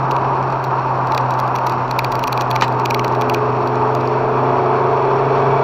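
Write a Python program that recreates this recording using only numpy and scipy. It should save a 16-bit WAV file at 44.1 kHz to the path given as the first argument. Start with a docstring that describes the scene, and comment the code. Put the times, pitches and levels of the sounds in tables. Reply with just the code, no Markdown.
"""Car cabin on a country road

A five-cylinder engine coasts, then pulls: sine waves follow its turning, the loud ones sliding through the
cabin boom, with intake noise beside them. Shaped noise makes the rumble, tyre roar and wind hiss.
A loose plastic part by the microphone rattles in ticks and once knocks hard: clicks set its modes ringing.
"""
import sys
import numpy as np
from scipy import signal
from scipy.fft import rfft, irfft
from scipy.io import wavfile

SR = 44100
rng = np.random.default_rng(int(sys.argv[2]) if len(sys.argv) > 2 else 0)


def transcribe(signal):
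    """Save signal, clipped to [-1, 1], as a 16-bit WAV file at the path in sys.argv[1]."""
    frames = np.atleast_2d(signal).T
    limited = np.clip(frames, -1, 1)
    pcm = np.round(limited * 32767).astype(np.int16)
    wavfile.write(sys.argv[1], SR, pcm)


N = 248283
TIME = np.arange(N) / SR  # seconds

# how the engine runs; five firings a cycle: (time [s], engine cycles [Hz], load [dB])
ENGINE_COURSE = [(0, 26.43, -7.5), (.5, 26.36, -10.5), (1.05, 25.63, -15.5), (1.75, 25.34, -16),
                 (2.4, 25.28, -12), (2.75, 25.11, -6.5), (3.15, 25.09, -1), (3.6, 25.24, -0.5),
                 (4.0, 25.65, 1.5), (4.55, 26.05, 3.5), (5.1, 26.6, 4), (5.63, 27, 5.5)]


def from_db(db):
    """Turn decibels into a gain."""
    return 10 ** (np.asarray(db) / 20)


def rms_one(x):
    """Scale a sound to an rms (average strength) of 1."""
    return x / np.sqrt(np.mean(x ** 2) + 1e-20)


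def in_time(rows):
    """Draw straight lines between the rows of a table, giving each column a value at every sample."""
    seconds, *columns = np.transpose(rows)
    return [np.interp(TIME, seconds, column) for column in columns]


def at_hz(points, hz):
    """Read a level between the points of a spectrum, on a log-frequency axis."""
    point_hz, point_db = np.transpose(points)
    return np.interp(np.log(hz), np.log(point_hz), point_db)


def drift(rate_hz):
    """Wander slowly by chance: noise through two equal one-pole low-passes at rate_hz, spread 1."""
    step = 40  # one slow value for every 40 samples
    pole = np.exp(-2 * np.pi * rate_hz * step / SR)
    noise = rng.standard_normal(N // step + 2002)
    slow = signal.lfilter([1], [1, -2 * pole, pole * pole], noise)[2000:]  # drop the filter's start
    return np.interp(np.arange(N) / step, np.arange(len(slow)), rms_one(slow))


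def coloured(spectrum):
    """Shape noise to a spectrum that falls away beyond both its ends; rms 1."""
    hz = np.arange(N // 2 + 1) * SR / N + 1  # 1 Hz up, so that the logarithm exists
    above = np.maximum(hz / spectrum[-1][0], 1) ** -4
    below = np.minimum(hz / spectrum[0][0], 1) ** 3
    shape = from_db(at_hz(spectrum, hz)) * above * below
    return rms_one(irfft(rfft(rng.standard_normal(N)) * shape, N))


def peaks(x, table):
    """Pass a sound through a chain of resonances (boosts) and dips (cuts)."""
    for hz, width_hz, boost_db in table:
        cosine = np.cos(2 * np.pi * hz / SR)
        gain = from_db(boost_db / 2)
        width = np.pi * width_hz / SR
        top = [1 + width * gain, -2 * cosine, 1 - width * gain]
        bottom = [1 + width / gain, -2 * cosine, 1 - width / gain]
        x = signal.lfilter(top, bottom, x)
    return x


def ring(clicks, hz, t60):
    """Let each click start a dying sine; a unit click gives height 1, and t60 [s] is the time to fall 60 dB."""
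    decay = from_db(-60 / (t60 * SR))
    angle = 2 * np.pi * hz / SR
    bottom = [1, -2 * decay * np.cos(angle), decay * decay]
    return signal.lfilter([0, np.sin(angle)], bottom, clicks + 1e-18)


def soften(x, hz):
    """Low-pass: a contact that lasts a moment excites little treble."""
    return signal.sosfilt(signal.butter(4, hz, fs=SR, output="sos"), x)


def road(grain_db, gust_db):
    """Noise for body rumble, suspension thrum, tyre roar and wind; surface grain flickers roar and hiss."""
    # tyre roar over time: (time [s], level [dB])
    roar_course = [(0.0, -22), (0.15, -19.5), (.56, -21), (.65, -23), (.72, -18.5), (.85, -22),
                   (1.2, -19.5), (2.08, -22.5), (2.42, -21), (3.0, -22), (3.25, -20), (3.6, -23),
                   (3.84, -20.5), (4.09, -23), (4.51, -20), (5.6, -20.5)]
    # tyre roar through the body: (frequency [Hz], density [dB per Hz])
    roar_tone = [(400, -20.5), (520, -9), (700, -6), (930, -2), (1200, -6), (1600, -18), (2100, -39)]
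    # panels that colour the tyre roar: (frequency [Hz], width [Hz], boost [dB])
    panels = [(705, 45, 3), (891, 42, 5.5), (964, 40, 4), (1138, 52, 3.5)]
    # rumble through the body: (frequency [Hz], density [dB per Hz])
    rumble_tone = [(60, -20.5), (100, -4), (160, -3), (240, -3), (290, 0.5), (380, 3.5), (480, -2),
                   (600, -13)]
    # colour of the suspension thrum: (frequency [Hz], density [dB per Hz])
    thrum_tone = [(20, -7.5), (40, -2.5), (65, -8)]
    # colour of the wind hiss: (frequency [Hz], density [dB per Hz])
    hiss_tone = [(1400, 4), (2000, -2.5), (2900, -11.5), (4000, -15), (5000, -25), (6200, -26.5),
                 (7600, -29.5), (9000, -57), (11300, -33), (12600, -56), (16000, -80.5)]
    rumble_db, rumble_swell_db = -29, 0.9
    thrum_db, thrum_swell_db = -45, 1
    hiss_db, hiss_db_per_hz, pull_s = -39.5, 1.6, 3.7

    roar_db, = in_time(roar_course)
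    cycle_hz = in_time(ENGINE_COURSE)[0]
    # from pull_s on, the hiss grows with speed, read from the engine cycle
    faster_hz = (cycle_hz - np.interp(pull_s, TIME, cycle_hz)) * (TIME > pull_s)
    grain = drift(12)
    gusts = 0.37 * grain + drift(43)
    rumble = from_db(rumble_db + rumble_swell_db * drift(3)) * coloured(rumble_tone)
    thrum = from_db(thrum_db + thrum_swell_db * drift(1.5)) * coloured(thrum_tone)
    roar = from_db(roar_db + grain_db * grain) * peaks(coloured(roar_tone), panels)
    hiss = from_db(hiss_db + hiss_db_per_hz * faster_hz + gust_db * gusts) * coloured(hiss_tone)
    return rumble + thrum + roar + hiss


def touches():
    """List each blow and its two lighter lead-in touches: times, then strengths on low, middle, treble modes."""
    # rattle blows: (time [s], level [dB], low modes relative to it [dB], lead-in [s])
    ticks = [(0.111, -23, 2, 0.0027), (.1161, -23.5, -5, .002), (0.165, -27.5, 8, .002),
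             (.4276, -32, 1, .002), (0.5027, -33.5, -5, .002), (.524, -31.5, -5, .002),
             (.6413, -26.5, -3, 0.0021), (.6479, -29, -14, .002), (1.072, -29, -19, .002),
             (1.1209, -26, 3, 0.0034), (1.148, -18, -1, .004), (1.1777, -12.5, 3, .003),
             (1.2105, -36, -2, .002), (1.3078, -25.5, -16, 0.0023), (1.339, -27.5, -10, .002),
             (1.392, -26.5, -2, 0.005), (1.3998, -21, -9, 0.0038), (1.478, -28.5, -9, 0.0019),
             (1.5545, -25.5, 4, 0.0038), (1.5608, -21.5, -1, .002), (1.586, -28, 7, .002),
             (1.6659, -22.5, -3, 0.0019), (1.67, -20, -3, .002), (1.6964, -23, -5, 0.0016),
             (1.7222, -27, -4, .002), (1.8795, -34, -2, .002), (1.9116, -18.5, 0, 0.0032),
             (1.991, -13, 5.5, .002), (2.0458, -14, 4, 0.0023), (2.1191, -23, 3, 0.0021),
             (2.1232, -18.5, 2, .002), (2.1539, -21, 1, .002), (2.1934, -24.5, 5, .003),
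             (2.2307, -30, -10, 0.0086), (2.239, -15, 2.5, .003), (2.2736, -20, -8, .002),
             (2.2787, -16.5, 3, .002), (2.3281, -14, 3.5, 0.0052), (2.376, -20, 6, 0.0021),
             (2.4104, -12, -3, 0.011), (2.42, -25, 1, .003), (2.5058, -25, -12, .002),
             (2.512, -16.5, 3.5, .002), (2.561, -15.5, 5, 0.0069), (2.6112, -17.5, 8, 0.0066),
             (2.6428, -23, -9, 0.0021), (2.6805, -26.5, -4, .002), (2.7256, -29.5, -8, .002),
             (2.798, -27.5, -1, .007), (2.858, -13.5, 7, .005), (2.9039, -22, -6, .002),
             (2.908, -15.5, 5.5, 0.0018), (2.9456, -13, 7, .002), (2.9946, -19.5, 11.5, 0.0019),
             (3.0459, -18.5, 5.5, 0.0048), (3.0798, -26.5, -4, .002), (3.124, -35, -2, .002),
             (3.1508, -27.5, -2, .002), (3.212, -22, -3, .002), (3.219, -19.5, 5, 0.0068),
             (3.2976, -17, 6.5, 0.0049), (3.339, -23.5, -4, .002), (3.3455, -18, 7.5, 0.0036),
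             (3.6744, -25.5, -11, 0.0019), (3.7559, -30.5, -5, .002), (3.9503, -22, 0, 0.0018),
             (4.0106, -31, -10, 0.0027), (4.0745, -27.5, -10, .002)]
    lead_db, lead_db_per_s = -9.5, -1000  # a lead-in touch is weaker, more so the earlier it comes
    # treble against the middle modes [dB]; below the knee it loses further dB per dB
    treble_base_db, treble_knee_db, treble_follows, treble_scatter_db = -11, -25, 1.2, 2.5

    blow_s, blow_db, blow_low_db, lead_s = np.transpose(ticks)
    share = rng.uniform([.85, .3], [1, .7], (len(blow_s), 2))  # of the lead-in, for each of the two touches
    early_s = lead_s[:, None] * share
    lead_scatter_db = rng.normal(0, 3, (len(blow_s), 2))
    scatter_db = rng.normal(0, treble_scatter_db, len(blow_s))
    lead_level_db = blow_db[:, None] + lead_db + lead_db_per_s * early_s + lead_scatter_db

    # all blows first, then all lead-in touches
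    touch_s = np.r_[blow_s, (blow_s[:, None] - early_s).ravel()]
    middle_db = np.r_[blow_db, lead_level_db.ravel()]
    low_db = np.r_[blow_low_db, np.repeat(blow_low_db, 2) / 2]
    under_knee_db = np.minimum(middle_db - treble_knee_db, 0)
    treble_db = treble_base_db + treble_follows * under_knee_db
    treble_db += np.r_[scatter_db, np.repeat(scatter_db, 2)]
    return touch_s, (middle_db + low_db, middle_db, middle_db + treble_db)


def rattle():
    """Each touch strikes every mode with its own strength; the part grates as it slides in and settles."""
    # modes of the rattling part: (frequency [Hz], level [dB], 60 dB decay [s])
    part_modes = [(1930, -13, 0.012), (2263, -8, 0.013), (2466, -3.5, 0.015), (2804, -10, 0.011),
                  (3360, -10, 0.01), (4000, -5, 0.01), (4460, -5, 0.011), (4800, -7.5, 0.0084),
                  (5710, -8, 0.0095), (6590, -14, 0.0092), (7580, -16.5, 0.0081), (8340, -27, 0.0069),
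                  (9730, -11, 0.01), (10300, -13, 0.0091), (10750, -14, .006), (11670, -1, 0.0049),
                  (12500, -9, .006), (13300, -2.5, .006), (14000, -10, .006), (14900, -5, 0.0033),
                  (15600, -14, .005)]
    # low, middle and treble modes: (from [Hz], to [Hz], contact low-pass [Hz])
    registers = [(0, 3000, 6000), (3000, 9000, 9500), (9000, 17000, 17000)]
    spread_db = 3.8  # scatter of each mode from touch to touch
    slide_db, slide_s, settle_s = -27, .002, .003  # grating: level against the touch, rise, fall

    touch_s, strengths_db = touches()
    at = np.round(touch_s * SR).astype(int)
    since = np.arange(-600, 600) / SR
    grate = from_db(slide_db) * np.exp(np.where(since < 0, since / slide_s, -since / settle_s))
    # sparse random clicks, shared by every other mode
    grit = rng.standard_normal((2, N)) * (rng.random((2, N)) < .15)
    out = np.zeros(N)
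    # where a touch lands sets its share of low, middle and treble modes
    for (low_hz, high_hz, contact_hz), touch_db in zip(registers, strengths_db):
        modes = [mode for mode in part_modes if low_hz < mode[0] < high_hz]
        blows, rings = np.zeros(N), np.zeros(N)
        blows[at] = from_db(touch_db)
        rubbing = signal.fftconvolve(blows, grate, "same")
        chance = rng.standard_normal((len(at), len(modes)))
        for k, (hz, mode_db, t60) in enumerate(modes):
            clicks = rubbing * grit[k % 2]
            # neighbouring modes start in opposite directions
            clicks[at] += (-1) ** k * from_db(touch_db + spread_db * chance[:, k])
            rings += from_db(mode_db) * ring(clicks, hz, t60)
        out += soften(rings, contact_hz)
    return out


def knock(per_s, blow):
    """One blow, then fast uneven chatter that dies away, sets the knock's modes ringing."""
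    # modes that the knock sets ringing: (frequency [Hz], level [dB], 60 dB decay [s])
    knock_modes = [(950, 1, .012), (1200, 0, .012), (1800, -4, .018), (2200, -8, .01), (2550, -3, .016),
                   (3000, -7, .01), (3500, -9, .008), (4000, -7, .01), (4600, -10, .008), (5400, -13, .008),
                   (6400, -20, .008), (7400, -22, .008)]
    start_s, level_db, chatter_t60_s = 2.621, -17.5, 0.091

    since = TIME - start_s
    # random strengths at shared random moments, per_s of them a second
    chatter = rng.standard_normal((len(knock_modes), N)) * (rng.random(N) < per_s / SR)
    chatter[:, round(start_s * SR) + 1] = blow * (-1) ** np.arange(len(knock_modes))
    dying = from_db(level_db - 60 * np.maximum(since, 0) / chatter_t60_s) * (since >= 0)
    rings = np.zeros(N)
    for clicks, (hz, mode_db, t60) in zip(chatter, knock_modes):
        rings += from_db(mode_db) * ring(dying * clicks, hz, t60)
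    return soften(rings, 9800)


def engine():
    """Sines on multiples (orders) of the engine cycle waver with uneven combustion; the intake roars as noise."""
    # faint orders at load 0: (multiple of the cycle, rms level [dB])
    faint_orders = [(4, -44), (9, -42), (20, -41), (22, -39), (24, -36), (25, -41)]
    # loud orders at load 0: (multiple of the cycle, rms level [dB], share of the load's swing [dB per dB])
    loud_orders = [(10, -33.5, 0.57), (14, -30, 1.05), (15, -28.5, 0.99), (16, -32.5, 1.05), (17, -26, 1.3)]
    # cabin boom that the loud orders slide through: (frequency [Hz], gain [dB])
    boom = [(250, 1.5), (258, 0.5), (270, -10.5), (350, -0.5), (368, 1.3), (383, -12), (400, 1.5), (412, 0),
            (425, 3), (443, -2.6), (457, -8)]
    # moments when the drone dips briefly: (time [s], depth [dB])
    drone_dips = [(2.11, 9), (2.27, 24), (4.99, 5)]
    # air noise in the intake duct: (frequency [Hz], density [dB per Hz])
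    intake_tone = [(500, -7), (700, 2), (1000, -17.5), (1900, -23), (2300, -17.5), (2800, -29.5),
                   (3400, -32), (4000, -42)]
    # resonances and dips of the duct: (frequency [Hz], width [Hz], boost [dB])
    duct = [(603, 40, 10.5), (695.5, 32, 10), (1980, 80, 4.5), (2110, 100, -10.5), (2300, 220, 7.5),
            (3420, 150, 12)]
    drone_db, drone_follows, drone_waver_db, dip_s = -25, 0.031, 1.46, 0.019  # follows: dB per dB of load
    waver_db, jitter_rad = 1.8, .55  # uneven combustion: spread of level and phase
    intake_db, intake_follows = -30.5, 1.5  # rms level at load 0, dB per dB of load

    cycle_hz, load_db = in_time(ENGINE_COURSE)
    turn = 2 * np.pi * np.cumsum(cycle_hz) / SR
    # the drone sounds at the firing rate, five times a cycle
    dips_db = sum(depth_db * np.exp(-((TIME - s) / dip_s) ** 2) for s, depth_db in drone_dips)
    drone_level_db = drone_db + drone_follows * load_db - dips_db + drone_waver_db * drift(8)
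    sines = from_db(drone_level_db) * np.sin(5 * turn)

    orders = []
    for multiple, level_db, share in loud_orders:
        multiple = round(multiple)
        orders.append((multiple, level_db + share * load_db + at_hz(boom, multiple * cycle_hz)))
    for multiple, level_db in faint_orders:
        orders.append((multiple, level_db + load_db))
    for multiple, level_db in orders:
        phase = rng.uniform(0, 2 * np.pi) + jitter_rad * drift(4)
        sines += from_db(level_db + waver_db * drift(4.9)) * np.sin(multiple * turn + phase)

    intake = rms_one(peaks(coloured(intake_tone), duct))
    # the root of 2 turns rms levels into sine heights
    return np.sqrt(2) * sines + from_db(intake_db + intake_follows * load_db) * intake


def scene():
    """Add everything at the one microphone, whose housing colours the road and wind."""
    # resonances of the microphone housing: (frequency [Hz], width [Hz], boost [dB])
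    housing = [(2563, 500, 10), (3460, 200, -3), (4455, 550, 9), (5510, 580, 14)]
    air = peaks(road(grain_db=0.54, gust_db=1.26), housing)
    loose = rattle() + knock(per_s=3700, blow=3.0)
    return (engine() + air + loose)[None]


def record(dry):
    """Dip a part of the treble, round the peaks and cut the top above 16 kHz."""
    # two neighbouring dips where the microphone is nearly deaf: (frequency [Hz], width [Hz], boost [dB])
    port_dip = [(8720, 400, -16), (9230, 500, -23.5)]
    heard = 0.96 * np.tanh(peaks(dry, port_dip) / 0.92)
    return signal.sosfilt(signal.cheby2(24, 60, 16000, fs=SR, output="sos"), heard)


dry = scene()
out = record(dry)
transcribe(out)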